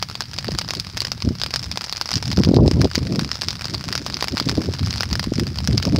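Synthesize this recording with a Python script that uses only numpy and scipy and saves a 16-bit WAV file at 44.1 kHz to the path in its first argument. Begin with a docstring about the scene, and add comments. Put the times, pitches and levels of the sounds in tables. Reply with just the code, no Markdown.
"""Raindrops patter close overhead on a tight cover, likely an umbrella, in an open flower field.
Each drop gives the fabric a dull pat and makes the opening of a camera's microphone ring: a sharp
tick near 5 kHz. Lighter drops and the hiss of rain on the leaves lie behind.
Gusts rise out of a steady breeze and rumble and thump on the microphone, hardest in the middle."""
import sys
import numpy as np
from scipy import signal
from scipy.fft import rfft, irfft, next_fast_len
from scipy.io import wavfile
from scipy.ndimage import uniform_filter1d, map_coordinates

SR = 44100
rng = np.random.default_rng(int(sys.argv[2]) if len(sys.argv) > 2 else 0)


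def master(y):
    """Save y as 16-bit WAV."""
    cut = np.clip(np.atleast_2d(y).T, -1, 1)
    pcm = np.round(cut * 32767)  # scale
    wavfile.write(sys.argv[1], SR, pcm.astype(np.int16))


N = 264159


def heavy_drops():
    """The biggest drops hit the cover one by one."""
    # when each drop lands and how strong its two parts are: start_s, tick_db, pat_db
    drops = [(0.0264, -16.5, -19), (0.1537, -22, -29.5), (0.2068, -19, -22), (0.2212, -24.5, -34),
             (0.3864, -17.5, -28), (0.4823, -21.5, -38), (0.5189, -25, -28.5), (0.583, -28, -43),
             (0.5871, -14, -23.5), (0.6165, -23, -28), (0.6883, -22.5, -29), (0.7073, -17, -25.5),
             (0.7362, -26, -23.5), (0.751, -22, -51), (0.7987, -16.5, -48), (0.9713, -23, -23),
             (0.9759, -20.5, -29), (1.0045, -14, -40), (1.0186, -20, -24.5), (1.0502, -19, -22.5),
             (1.0704, -26, -41), (1.1183, -16.5, -23), (1.2224, -20, -27), (1.4161, -17, -26),
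             (1.4358, -15, -24.5), (1.4625, -23.5, -23.5), (1.507, -27, -28.5), (1.5394, -15.5, -20),
             (1.5601, -15, -25), (1.5941, -22.5, -41), (1.6332, -26, -41), (1.642, -25.5, -35),
             (1.7149, -19.5, -26), (1.7743, -18, -21), (1.8103, -23, -29), (1.8416, -23.5, -29.5),
             (1.8957, -22, -35), (1.9259, -18.5, -28), (1.9697, -22, -37), (2.0129, -16, -19.5),
             (2.0577, -23, -30), (2.0906, -22.5, -26), (2.1075, -23, -29), (2.1159, -19, -23),
             (2.1316, -19, -38), (2.1393, -17.5, -27), (2.1564, -14, -32), (2.1719, -23, -39),
             (2.18, -26, -32), (2.2263, -22.5, -26.5), (2.2556, -22.5, -38), (2.2789, -24.5, -29),
             (2.3155, -22, -25), (2.3219, -27, -40), (2.3299, -22.5, -28), (2.3729, -19, -28.5),
             (2.3887, -28, -27), (2.4358, -17, -24), (2.4488, -17.5, -27), (2.5438, -21, -34),
             (2.5643, -17, -41), (2.6785, -16, -37), (2.713, -18.5, -24), (2.8158, -18, -19),
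             (2.8456, -20, -34), (2.95, -24.5, -26), (2.9548, -12.5, -24), (2.9805, -24, -29),
             (3.1588, -23, -31), (3.1937, -19, -22), (3.2468, -23.5, -29), (3.3156, -16, -24.5),
             (3.3447, -29.5, -44), (3.4126, -23, -44), (3.419, -16.5, -23), (3.4383, -26, -41),
             (3.4851, -14, -26), (3.5065, -19.5, -37), (3.6109, -37, -26.5), (3.6439, -23, -38),
             (3.6551, -20, -28), (3.7386, -25, -33), (3.7442, -21.5, -27.5), (3.7486, -17.5, -37),
             (3.8878, -27.5, -23), (3.9267, -17.5, -24), (3.9533, -17, -20.5), (3.9778, -19, -27.5),
             (4.0642, -22, -22.5), (4.143, -16.5, -46), (4.1695, -23, -25.5), (4.2088, -20.5, -27),
             (4.2255, -18, -16.5), (4.2428, -23, -20.5), (4.2833, -19.5, -22.5), (4.3712, -20, -21),
             (4.3791, -18, -26), (4.3853, -26, -30), (4.3999, -13.5, -22), (4.48, -28, -44),
             (4.4886, -18, -26), (4.4948, -16.5, -22.5), (4.5146, -25, -26), (4.5532, -26, -36),
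             (4.7374, -26.5, -28), (4.7936, -25, -31), (4.8619, -23, -37), (4.9076, -20, -33),
             (4.9282, -24, -31), (4.9394, -22.5, -31), (4.9811, -21.5, -36), (5.0074, -14.5, -21),
             (5.0233, -23, -39), (5.0329, -25, -18.5), (5.1294, -16.5, -26), (5.1547, -20, -23),
             (5.1955, -18, -21.5), (5.242, -26, -25), (5.3564, -24, -45), (5.3968, -21.5, -22),
             (5.5864, -19, -30), (5.6745, -16.5, -19.5), (5.7294, -26, -50), (5.7788, -11.5, -29.5),
             (5.8271, -21, -23.5), (5.8328, -27, -45), (5.8526, -18, -26.5), (5.9611, -20, -25)]
    return patter(drops)


def light_drops(loudest_db, range_db, pat_db, softness_db, count):
    """Smaller drops land at random, more often as the shower swells; weak ones are the most common."""
    # how thickly the light rain falls: time_s, relative_rate
    shower = [(0, .5), (.7, 1), (1.3, .6), (2.1, 1.3), (2.6, .9), (3.9, 1.3), (4.9, 1.4), (5.6, .9),
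              (5.99, 1)]
    jitter, weakness, softness = rng.random((count, 3)).T
    t = np.linspace(0, N / SR, count)
    fallen = np.cumsum(np.interp(t, *np.transpose(shower)))
    start_s = np.interp((np.arange(count) + jitter) / count, fallen / fallen[-1], t)
    tick_db = loudest_db - range_db * np.sqrt(weakness)
    fabric_db = tick_db + pat_db + softness_db * (softness - .5)
    return patter(np.column_stack([start_s, tick_db, fabric_db]))


def patter(drops):
    """Each drop (start_s, tick_db, pat_db) rings the microphone opening, pats the fabric and bursts."""
    # the sharp tick of the ringing opening: pitch_hz, level_db
    tick_tone = [(300, -29), (2000, -16.5), (3300, -10.5), (4300, -4.5), (5030, 3), (5600, -7),
                 (6500, -15.5), (8000, -23), (11000, -30), (15500, -48)]
    # the dull pat of the fabric: pitch_hz, level_db
    pat_tone = [(60, -27), (250, -7), (600, -3), (1200, -2), (2000, -1.5), (2800, -1.5), (4000, -9),
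                (7000, -15.5), (15000, -26)]
    # the spray as a drop bursts: pitch_hz, level_db
    spray_tone = [(1000, -31), (4500, -19), (7000, 12), (10000, 5), (15500, 0)]
    start_s, tick_db, pat_db = np.transpose(drops)
    ring, wetness, fineness, spot = rng.standard_normal((len(start_s), 4)).T  # no two drops are alike
    blows = impacts(len(start_s))
    length = blows.shape[1]
    tick = set_level(resonate(blows, tick_tone, amp(0.33 * ring)), tick_db + 0.21)
    pat = set_level(resonate(blows, pat_tone, amp(0.62 * spot)), pat_db - 1.7)
    ping = set_level(fabric_ring(spot, length), pat_db - 5)
    spray_db = 1.28 * tick_db - 15 + 2.6 * np.tanh(wetness)  # big drops burst harder
    spray = set_level(resonate(blows, spray_tone, amp(2.24 * fineness)), spray_db)
    at = np.round(start_s * SR).astype(int)[:, None] + np.arange(length)
    return mix_at(at, tick + pat + ping + spray)


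def impacts(count, shiver_s=0.0059, tail_s=0.051, echo_s=0.0061, size=2048):
    """One row per drop: a sudden push, the fabric's brief shiver, a weak tail and an echo from below."""
    t = np.arange(size) / SR
    chance = rng.standard_normal((count, size + 3))
    shake, delay, strength = chance[:, :3].T[:, :, None]
    shiver = amp(-18 + 1.9 * shake - 60 * t / shiver_s)  # fades by 60 dB in shiver_s
    tail = amp(-28 - 60 * t / tail_s)
    since_echo = t - echo_s * amp(.5 * delay)  # the path differs with the spot that is hit
    echo = amp(-29 + 2.6 * strength - 60 * np.abs(since_echo) / shiver_s) * (since_echo > 0)
    blows = (shiver + tail + echo) * chance[:, 3:]
    blows[:, 0] = 1  # the push
    return blows


def fabric_ring(spot, size, middle_hz=1492, fade_s=0.0092):
    """One row per drop: the struck spot of fabric rings briefly at a pitch of its own."""
    t = np.arange(size) / SR
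    pitch_hz = middle_hz * amp(2.5 * spot)[:, None]
    return np.sin(2 * np.pi * pitch_hz * t) * amp(-60 * t / fade_s)


def wind():
    """Gusts rumble at the microphone opening; faster air breaks into finer swirls."""
    # the low rumble of large swirls: pitch_hz, level_db
    rumble_tone = [(20, -42), (32, -42), (50, -7.5), (70, 0.5), (115, 1), (190, -6), (270, -17.5),
                   (450, -56), (900, -94)]
    # the higher rush of small swirls: pitch_hz, level_db
    swirl_tone = [(100, -53), (170, -0.5), (240, -0.5), (340, -3), (480, -14.5), (700, -21), (1100, -87),
                  (2500, -79)]
    # the ragged edge of a strong gust: pitch_hz, level_db
    flutter_tone = [(200, -37), (450, 2.5), (650, -7), (1000, -10.5), (1500, -30), (3000, -120)]
    rumble_db, swirl_db = gusts()
    rumble = rough_air(rumble_tone, steady_s=0.045, lumps_db=4.5, lumps_per_s=40)
    swirls = rough_air(swirl_tone, steady_s=0.035, lumps_db=9, lumps_per_s=70)
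    flutter = rough_air(flutter_tone, steady_s=0.026, lumps_db=13, lumps_per_s=82)
    flutter_db = -31.5 + 1.88 * (np.minimum(swirl_db, -14) + 18.5)  # outgrows the gust, then levels off
    return amp(rumble_db + 3) * rumble + amp(swirl_db) * swirls + amp(flutter_db) * flutter


def gusts(rise_s=0.034, fall_s=0.044):
    """Levels in dB of the rumble and small swirls: each gust rises, holds and falls over the breeze."""
    # the breeze under the gusts: time_s, rumble_db
    breeze = [(0, -40.5), (.7, -38), (1.5, -37.5), (2, -46), (2.3, -27.5), (3.35, -39), (4.2, -40),
              (5.1, -31), (5.99, -28.5)]
    # gusts on the microphone: start_s, hold_s, rumble_db, swirl_db
    gust_list = [(.485, 0.068, -28.5, -34), (.762, .012, -35, -34), (1.25, 0.07, -23, -29.5),
                 (1.68, 0.044, -31, -36.5), (2.157, 0.015, -26.5, -41), (2.38, 0.034, -19.5, -22),
                 (2.467, .385, -21, -24.5), (2.565, .1, -12.5, -14.5), (2.795, 0.052, -21.5, -20),
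                 (2.975, 0.284, -27, -28), (3.46, 0.022, -35, -38), (3.7, 0.088, -33, -39.5),
                 (3.872, 0.025, -30, -31.5), (3.98, 0.18, -39, -37), (4.32, 0.022, -27, -30.5),
                 (4.469, 0.052, -29, -28), (4.572, 0.046, -29.5, -22), (4.681, .025, -25.5, -29.5),
                 (4.81, 0.094, -24.5, -40), (5.12, 0.021, -23, -32.5), (5.385, 0.045, -28, -24),
                 (5.48, 0.026, -25, -46), (5.687, 0.077, -21.5, -28), (5.868, 0.039, -23, -20.5),
                 (5.933, 0.067, -20, -21)]
    t = np.arange(N) / SR
    rumble = amp(np.interp(t, *np.transpose(breeze))) ** 2
    swirls = rumble * amp(-12) ** 2  # a light breeze makes few small swirls
    for start_s, hold_s, rumble_db, swirl_db in gust_list:
        before = np.maximum(start_s - t, 0) / rise_s
        after = np.maximum(t - start_s - hold_s, 0) / fall_s
        power = 0.01 ** np.minimum(before + after, 6)  # 20 dB for each rise_s or fall_s
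        rumble += power * amp(rumble_db) ** 2
        swirls += power * amp(swirl_db) ** 2
    return 10 * np.log10(rumble), 10 * np.log10(swirls)


def rough_air(tone, steady_s, lumps_db, lumps_per_s):
    """Swirling air: noise is evened out in strength, then broken into quick lumps."""
    air = noise(tone)
    power = np.abs(uniform_filter1d(air ** 2, int(steady_s * SR)))
    even = air / np.sqrt(power + 1e-6)
    return unit(even * amp(lumps_db * wobble(lumps_per_s)))


def wind_thumps(cycles, steepen, size=1200):
    """A single swirl is a swing or two of air pressure; strong ones are steeper and sound brighter."""
    # the hardest swirls that hit the microphone: peak_s, level_db, pitch_hz
    thumps = [(0.489, -11, 436), (1.277, -6.5, 252), (1.308, -12, 203), (2.168, -13, 168),
              (2.382, -5.5, 292), (2.404, -4.5, 216), (2.473, -2, 180), (2.493, -1.5, 195), (2.515, 0, 223),
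              (2.539, 0, 264), (2.57, 2.5, 330), (2.587, 0, 372), (2.608, -0.5, 240), (2.624, -1, 225),
              (2.642, 1, 194), (2.681, -1, 287), (2.715, -6, 295), (2.769, -9.5, 195), (2.8, -4, 269),
              (2.854, -1.5, 330), (2.979, -6, 226), (3.187, -6.5, 177), (3.224, -11, 186),
              (4.343, -14.5, 266), (4.415, -15, 245), (4.472, -11, 204), (4.58, -6, 280), (4.689, -11, 357),
              (5.274, -10.5, 225), (5.322, -7.5, 267), (5.387, -7.5, 190), (5.69, -4, 187),
              (5.755, -8, 182), (5.877, -9, 240), (5.947, -3.5, 193)]
    peak_s, level_db, pitch_hz = np.transpose(thumps)[:, :, None]
    offset = np.arange(-size, size)
    turns = pitch_hz * offset / SR
    phase = 2 * np.pi * (turns + rng.random(peak_s.shape))
    swell = amp(level_db) / np.cosh(np.clip(turns / cycles, -20, 20))
    swing = swell * np.sin(phase + steepen * np.sqrt(swell) * np.sin(phase))
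    return mix_at(np.round(peak_s * SR).astype(int) + offset, swing)


def field_hiss():
    """Rain on the leaves all around blends into a steady hiss."""
    # the tone of that hiss: pitch_hz, level_db
    hiss_tone = [(100, 13.5), (500, -12), (1200, -2), (3000, -4), (4200, -2.5), (5050, 5), (6300, -10.5),
                 (8000, -17.5), (12000, -20), (15500, -21)]
    return amp(-44) * noise(hiss_tone)


def amp(db):
    """Turn decibels into a number to multiply by."""
    return 10 ** (np.asarray(db) / 20)


def unit(x):
    """Scale x to an average power of 1."""
    return x / np.sqrt(np.mean(x ** 2) + 1e-20)


def set_level(rows, level_db, size=125):
    """Scale each row so that its first size samples have the given level."""
    strength = np.sqrt(np.mean(rows[:, :size] ** 2, axis=1))
    return rows * (amp(level_db) / strength)[:, None]


def mix_at(at, sounds):
    """Add short sounds into one track at the given sample positions."""
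    return np.bincount(at.ravel(), sounds.ravel(), N)[:N]


def tone_gain(tone, hz):
    """The gain at hz, read between the points of a (pitch_hz, level_db) table."""
    pitch_hz, level_db = np.transpose(tone)
    return amp(np.interp(np.log(hz + 1), np.log(pitch_hz + 1), level_db))


def wobble(rate):
    """A smooth random curve between -1 and 1, with rate new values a second."""
    points = rng.standard_normal(int(N * rate / SR) + 4)
    return np.tanh(map_coordinates(points, [np.arange(N) * rate / SR]))


def filtered(x, gain_at):
    """Turn each frequency in x up or down by gain_at(hz)."""
    size = next_fast_len(N + SR // 4)
    hz = np.fft.rfftfreq(size, 1 / SR)
    return irfft(rfft(x, size) * gain_at(hz), size)[:N]


def noise(tone):
    """Noise with the given tone and an average power of 1."""
    return unit(filtered(rng.standard_normal(N), lambda hz: tone_gain(tone, hz)))


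def resonate(blows, tone, pitch_ratio, size=2048):
    """Make each blow ring with the given tone, moved up or down by its own pitch ratio."""
    hz = np.fft.rfftfreq(size, 1 / SR) / pitch_ratio[:, None]
    folded = irfft(np.log(tone_gain(tone, hz)))
    folded[:, 1:size // 2] *= 2  # fold in time, so the ringing never comes before the blow
    folded[:, size // 2 + 1:] = 0
    ringing = irfft(np.exp(rfft(folded)))[:, :size // 4]
    return signal.fftconvolve(blows, ringing, axes=1)[:, :blows.shape[1]]


def turn_down(x, threshold_db, window_s):
    """The volume sinks while the sound stays loud, so the rain dips under a strong gust."""
    size = int(window_s * SR)
    power = np.abs(uniform_filter1d(uniform_filter1d(x ** 2, size), size))
    return x / (1 + (power / amp(threshold_db) ** 2) ** 2) ** (1 / 4)


def scene():
    """Heavy, medium and fine drops, the field and the wind, in one channel."""
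    medium = light_drops(loudest_db=-23.5, range_db=6, pat_db=-8, softness_db=13.5, count=60)
    fine = light_drops(loudest_db=-27, range_db=17, pat_db=-6.5, softness_db=15, count=600)
    rain = heavy_drops() + medium + fine + field_hiss()
    return (rain + wind() + amp(0.76) * wind_thumps(cycles=0.29, steepen=0.7))[None]


def record(dry):
    """The camera turns loud gusts down, rounds off peaks and cuts the deepest bass and highest treble."""
    ceiling, bass_hz, top_hz = .92, 36, 15700
    held = turn_down(dry[0], threshold_db=-10.5, window_s=0.075)
    rounded = held / (1 + np.abs(held / ceiling) ** 6) ** (1 / 6)
    return filtered(rounded, lambda hz: (hz < top_hz) * hz ** 4 / (hz ** 4 + bass_hz ** 4))[None]


dry = scene()
out = record(dry)
master(out)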